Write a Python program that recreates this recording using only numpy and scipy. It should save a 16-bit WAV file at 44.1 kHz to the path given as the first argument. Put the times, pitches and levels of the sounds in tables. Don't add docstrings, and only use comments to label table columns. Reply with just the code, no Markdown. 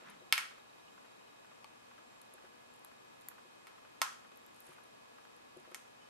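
import sys
import numpy as np
from scipy import signal
from scipy.fft import rfft, irfft
from scipy.io import wavfile
from scipy.ndimage import uniform_filter1d

SR = 44100
rng = np.random.default_rng(int(sys.argv[2]) if len(sys.argv) > 2 else 0)


def store_pcm(level_fs):
    pcm = np.round(np.clip(level_fs, -1, 1) * 32767).astype(np.int16)
    wavfile.write(sys.argv[1], SR, np.atleast_2d(pcm).T)


N = 268745
TIME = np.arange(N) / SR

# f/Hz, relative level/dB
HISS_SPECTRUM = [(25, -23), (60, -15.5), (130, -9), (240, -3), (330, -6), (700, -4.5), (1100, -1.5),
                 (1600, -8.5), (2900, -11), (6000, -17.5), (9500, -20.5), (12000, -24.5), (13500, -29.5)]
# f/Hz, side minus mid/dB
HISS_WIDTH = [(60, -2), (110, -9), (200, 2.5), (380, 10), (700, 8.5), (1290, 4), (2380, 4.5), (4400, 3),
              (8120, 1), (15000, 0.5)]
# f/Hz, left minus right/dB
HISS_PAN = [(60, 10.5), (200, 4.5), (400, 1.5), (2400, 0), (15000, 0.5)]
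# harmonic number, level/dB
MAINS_HARMONICS = [(2, -83), (4, -80), (8, -81.5), (20, -81.5)]
# harmonic number, level/dB
SPINDLE_HARMONICS = [(11, -84.5), (12, -93.5), (24, -76), (30, -88), (36, -75), (37, -91), (45, -85),
                     (54, -83), (55, -104), (60, -87.5)]
# f/Hz, gain/dB
TAIL_SPECTRUM = [(150, -25), (600, -5), (950, 3.5), (1300, 4.5), (1700, 0), (2200, -4), (3100, -3.5),
                 (3700, -5.5), (4600, -3.5), (7000, -2), (11000, -4), (15000, -12)]
# f/Hz, T60/s
REVERB_TIMES = [(200, 0.2), (1300, 0.41), (3000, 0.41), (8000, 0.39), (14000, .29)]
# t/s, level/dB, 1/e half-length/s
JOINT_SQUEAKS = [(0.887, -62.5, 0.0083), (1.214, -64, .008), (1.28, -63, .008), (6.026, -62.5, 0.018),
                 (6.075, -66.5, .013)]
# midpoint t/s, 1/e half-length/s, level/dB, f/Hz, filter bandwidth/Hz
FINGER_RUBS = [(.09, 0.074, -57, 1460, 1830), (0.12, 0.13, -67, 196, 87), (4.655, 0.1, -69.5, 9150, 5000),
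               (4.715, 0.083, -66.5, 1790, 2000)]
# f/Hz, decay time/s, gain/dB
BENCH_MODES = [(146, .02, -25.5), (238, .02, -20), (366, .012, -1.5), (507, 0.0068, 2), (614, 0.014, -10.5)]
# t/s, level/dB, spectral tilt/(dB per octave)
BENCH_BUMPS = [(0.021, -53.5, 10), (0.216, -55, 6), (2.34, -55, 8), (2.438, -54, 5), (3.45, -56.5, -5),
               (4.687, -56, -13), (5.565, -46, -7), (5.676, -54, 8), (5.713, -51.5, 2)]
# f/Hz, bandwidth/Hz, gain/dB
IRON_MODES = [(890, 45, 19), (1130, 55, 20), (2290, 330, 11), (2970, 160, 7), (4370, 170, 9),
              (8000, 520, -3)]
# t/s, level/dB
IRON_SLIP = (1.6443, -28)
# t/s, level/dB, f/Hz, decay time/s
WIRE_TICKS = [(0.099, -44, 9900, 0.0045), (2.2152, -42.5, 11000, 0.0029), (2.338, -42, 10300, 0.0022),
              (2.847, -29, 11300, 0.00093), (3.2112, -44, 9300, .0008), (3.286, -21.5, 11500, 0.00093),
              (4.3733, -42.5, 11900, 0.00097), (4.4633, -42, 12200, .0012), (4.6042, -36.5, 12600, .0007),
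              (4.666, -48, 9650, .006), (5.6, -45.5, 10500, 0.0009)]
# f/Hz, bandwidth/Hz, gain/dB
BOARD_MODES = [(880, 310, 8.5), (1060, 25, 14.5), (1292, 45, 7.5), (1376, 13, 4), (1871, 65, 13.5),
               (2125, 27, 8.5), (2190, 89, 12), (2550, 32.5, 6), (2730, 43, 2.5), (3250, 310, 4),
               (2980, 17, -4), (4350, 160, 3.5), (5070, 320, 6.5), (6150, 280, 7.5), (7240, 280, 7.5),
               (8600, 750, 6), (11430, 1100, 4.5)]
# f/Hz, gain/dB
CONTACT_SPECTRUM = [(100, -31), (350, -10.5), (700, -8.5), (1300, 9), (3000, 7.5), (5200, 3.5), (7000, 0.5),
                    (12000, 1.5), (15000, -9)]
# t/s, level/dB, weight (1.1 kHz)/dB, ring (2.3 kHz)/dB, edge (6.5 kHz)/dB,
# treble (9.5 kHz)/dB, room send/dB, left minus right/dB
BOARD_KNOCKS = [(0.3254, -4, -11, -1, -10.5, -6.5, -1, -2.5), (0.3792, -21.5, -1.5, 6.5, 0, -2.5, 3.5, 2),
                (3.6700, -40.5, 2, 0.5, -9, -4.5, 3.5, -1), (4.017, -11, 1.5, -3.5, -0.5, -5, -0.5, -1.5),
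                (5.716, -53, 7, 1, -6, 4, -2, 2), (5.7458, -30, -3, 0.5, 6, 2, -1.5, -1.5)]


def undb(db):
    return 10 ** (np.asarray(db) / 20)


def unit(x):
    return x / np.sqrt(np.mean(x ** 2))


def along(points, hz):
    f, value = np.transpose(points)
    return np.interp(np.log(np.maximum(hz, 1)), np.log(f), value)


def colour(x, points):
    size = 4096
    gain = undb(along(points, np.fft.rfftfreq(size, 1 / SR)))
    cepstrum = irfft(np.log(gain))
    cepstrum[1:size // 2] *= 2
    cepstrum[size // 2 + 1:] = 0
    response = irfft(np.exp(rfft(cepstrum)))
    return signal.fftconvolve(x, response[None], axes=-1)[:, :x.shape[-1]]


def resonate(x, hz, width_hz):
    return signal.lfilter(*signal.iirpeak(min(hz, .45 * SR), hz / width_hz, fs=SR), x)


def band(x, hz, width_hz):
    return resonate(resonate(x, hz, width_hz), hz, width_hz)


def add(out, s, sound):
    start = int(s * SR)
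    out[:, start:start + sound.shape[-1]] += sound[:, :N - start]


def pan(db):
    return undb(np.array([[db], [-db]]) / 2)


def stereo_noise(size, apart):
    mid, side = rng.standard_normal((2, size))
    return np.array([mid + apart * side, mid - apart * side]) / np.hypot(1, apart)


def wander(size):
    return unit(uniform_filter1d(rng.standard_normal(N), size))


def waver(db, size):
    return unit(undb(db * wander(size)))


def hiss(db, top_hz=13650):
    mid, side = colour(rng.standard_normal((2, N)), HISS_SPECTRUM)
    side = colour(side[None], HISS_WIDTH)[0]
    left = colour((mid + side)[None], [(hz, pan_db / 2) for hz, pan_db in HISS_PAN])
    right = colour((mid - side)[None], [(hz, -pan_db / 2) for hz, pan_db in HISS_PAN])
    air = undb(db) * np.vstack([left, right]) / mid.std()
    return signal.sosfilt(signal.ellip(8, .2, 60, top_hz, fs=SR, output="sos"), air)


def hum(mains_hz, spindle_hz):
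    out = 0
    for base_hz, harmonics in [(mains_hz, MAINS_HARMONICS), (spindle_hz, SPINDLE_HARMONICS)]:
        for number, db in harmonics:
            phase = rng.uniform(0, 2 * np.pi) + np.array([[0], [1.2]])
            out = out + undb(db) * np.sqrt(2) * np.sin(2 * np.pi * number * base_hz * TIME + phase)
    return out


def whistles():
    out = 0
    for hz, width_hz, db in [(7580, 15, -84), (12360, 45, -87)]:
        whistle = unit(resonate(stereo_noise(N, apart=0.78), hz, width_hz))
        out = out + undb(db) * whistle * waver(db=1.5, size=SR // 4)
    return out


def flutter(db, hz=3850, pulse_hz=30, until_s=1.55):
    pulses = np.maximum(np.cos(2 * np.pi * pulse_hz * TIME), 0) ** 2 * (TIME < until_s)
    return undb(db) * np.sin(2 * np.pi * hz * TIME) * pulses * waver(db=4, size=SR // 40)


def drive_seeks(first_s=.0425, period_s=.4672, return_s=.068, rise_s=.00094, decay_s=.0075):
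    dart, back = np.zeros((2, 2, N))
    t = TIME[:SR // 10]
    envelope = (1 - np.exp(-t / rise_s)) * np.exp(-t / decay_s)
    for s in np.arange(first_s, TIME[-1] - return_s, period_s):
        for stroke, late_s, db in [(dart, 0, -50), (back, return_s, -52)]:
            gain = undb(db - 0.6 * rng.standard_normal())
            add(stroke, s + late_s, gain * stereo_noise(len(t), apart=0.8) * envelope)
    both = dart + back
    arm = 3.5 * band(both, 1200, 1100) + 0.82 * resonate(both, 2400, 280) + 0.083 * both
    case = undb(12) * resonate(back, hz=594, width_hz=170)
    return arm + case


def room(x, tail_db, early_db):
    t = TIME[:SR * 3 // 4]
    hz, s, bands = signal.stft(stereo_noise(len(t), apart=1), SR, nperseg=256)
    decay = np.exp(-np.log(1000) * s / along(REVERB_TIMES, hz)[:, None])
    diffuse = signal.istft(bands * decay, SR)[1][:, :len(t)]
    onset = np.clip(t / 0.0049 - .5, 0, 1)
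    tail = colour(diffuse, TAIL_SPECTRUM) * onset
    early = stereo_noise(len(t), apart=1) * np.exp(-t / 0.011) * (t > 1 / 400)
    response = undb(tail_db) * tail + undb(early_db) * early
    return signal.fftconvolve(x.mean(axis=0)[None], response, axes=-1)[:, :N]


def path_difference(x, lag_s):
    delay = np.exp(-2j * np.pi * np.fft.rfftfreq(N, 1 / SR) * lag_s)
    return np.array([x[0], irfft(rfft(x[1]) * delay, N)])


def squeaks(start_hz=2900, rise_hz_per_s=14, roughness=0.012):
    hz = (start_hz + rise_hz_per_s * TIME) * (1 + roughness * wander(SR // 1500))
    catches = waver(db=5, size=SR // 500)
    tone = np.sin(2 * np.pi * np.cumsum(hz) / SR)
    envelope = sum(undb(db) * np.exp(-((TIME - s) / half_s) ** 2) for s, db, half_s in JOINT_SQUEAKS)
    return tone * catches * envelope


def rubs():
    out = 0
    for s, half_s, db, hz, width_hz in FINGER_RUBS:
        catches = waver(db=3.4, size=SR // 200)
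        drag = band(stereo_noise(N, apart=0.75) * catches, hz, width_hz)
        out = out + undb(db) * unit(drag) * np.exp(-((TIME - s) / half_s) ** 2)
    return out


def bumps(pivot_hz=430, rise_s=0.00099):
    out, t = np.zeros((2, N)), TIME[:SR // 5]
    onset = (1 - np.exp(-t / rise_s)) ** 2
    for s, db, tilt_db in BENCH_BUMPS:
        ring = 0
        for hz, decay_s, mode_db in BENCH_MODES:
            gain = undb(mode_db + tilt_db * np.log2(hz / pivot_hz))
            ring = ring + gain * np.sin(2 * np.pi * hz * t) * np.exp(-t / decay_s)
        add(out, s, undb(db) * ring * onset * pan(3.8))
    return out


def iron():
    out, click = np.zeros((2, N)), signal.unit_impulse(SR // 5)
    s, db = IRON_SLIP
    ring = sum(undb(mode_db) * resonate(click, hz, width_hz) for hz, width_hz, mode_db in IRON_MODES)
    add(out, s, undb(db) * ring * pan(6.2))
    return out


def tick(db, hz, decay_s):
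    t = TIME[:SR // 10]
    burst = stereo_noise(len(t), apart=0.18) * np.exp(-t / decay_s)
    bright = band(burst, hz, width_hz=3128) * np.sqrt(hz / 2300)
    body = sum(gain * resonate(burst, mode_hz, width_hz)
               for mode_hz, width_hz, gain in [(3800, 570, .41), (7100, 620, .55), (2100, 830, .13)])
    return undb(db) * (0.44 * bright * pan(3.4) + body)


def flux(from_s, until_s, count):
    out = np.zeros((2, N))
    for s in rng.uniform(from_s, until_s, size=count):
        add(out, s, tick(db=-48 + rng.standard_normal(), hz=10200, decay_s=0.0014))
    return out


def wire():
    out = np.zeros((2, N))
    for s, db, hz, decay_s in WIRE_TICKS:
        add(out, s, tick(db, hz, decay_s))
    return out


def knock(weight_db, ring_db, edge_db, treble_db, pan_db, cutoff_hz=527):
    t = TIME[:SR // 5]
    click = np.zeros((2, len(t)))
    click[:, 0] = -1.61
    rattle = .09 * stereo_noise(len(t), apart=1) * np.exp(-t / .004)
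    ring = sum(undb(db) * resonate(click + rattle / 2, hz, width_hz) for hz, width_hz, db in BOARD_MODES)
    near = (0.57 * click + rattle + ring) * pan(pan_db)
    spread = 1.43 * click + 0.26 * ring
    strike = [(550, weight_db + 8.5), (1100, weight_db), (2300, ring_db),
              (4900, -2), (6500, edge_db), (9500, treble_db)]
    radiation = signal.butter(4, cutoff_hz, "high", fs=SR, output="sos")
    return [signal.sosfilt(radiation, colour(colour(x, CONTACT_SPECTRUM), strike))
            for x in (near, spread)]


def board():
    direct, send = np.zeros((2, 2, N))
    for s, db, weight_db, ring_db, edge_db, treble_db, room_db, pan_db in BOARD_KNOCKS:
        near, spread = knock(weight_db, ring_db, edge_db, treble_db, pan_db)
        add(direct, s, near * undb(db))
        add(send, s, spread * undb(db + room_db))
    return direct, send


def scene():
    knocks, send = board()
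    ticks = wire() + flux(from_s=2.7, until_s=5.7, count=16)
    handling = iron() + bumps() + rubs() + squeaks()
    direct = path_difference(knocks + ticks + handling, lag_s=14e-6)
    reverberant = room(send + .35 * ticks + .45 * handling, tail_db=-31.5, early_db=-27)
    background = drive_seeks() + hiss(db=-65)
    tones = hum(mains_hz=60, spindle_hz=70) + whistles() + flutter(db=-69)
    return direct + reverberant + background + tones


def record(dry):
    return signal.sosfilt(signal.ellip(8, .2, 70, 14700, fs=SR, output="sos"), dry)


dry = scene()
out = record(dry)
store_pcm(out)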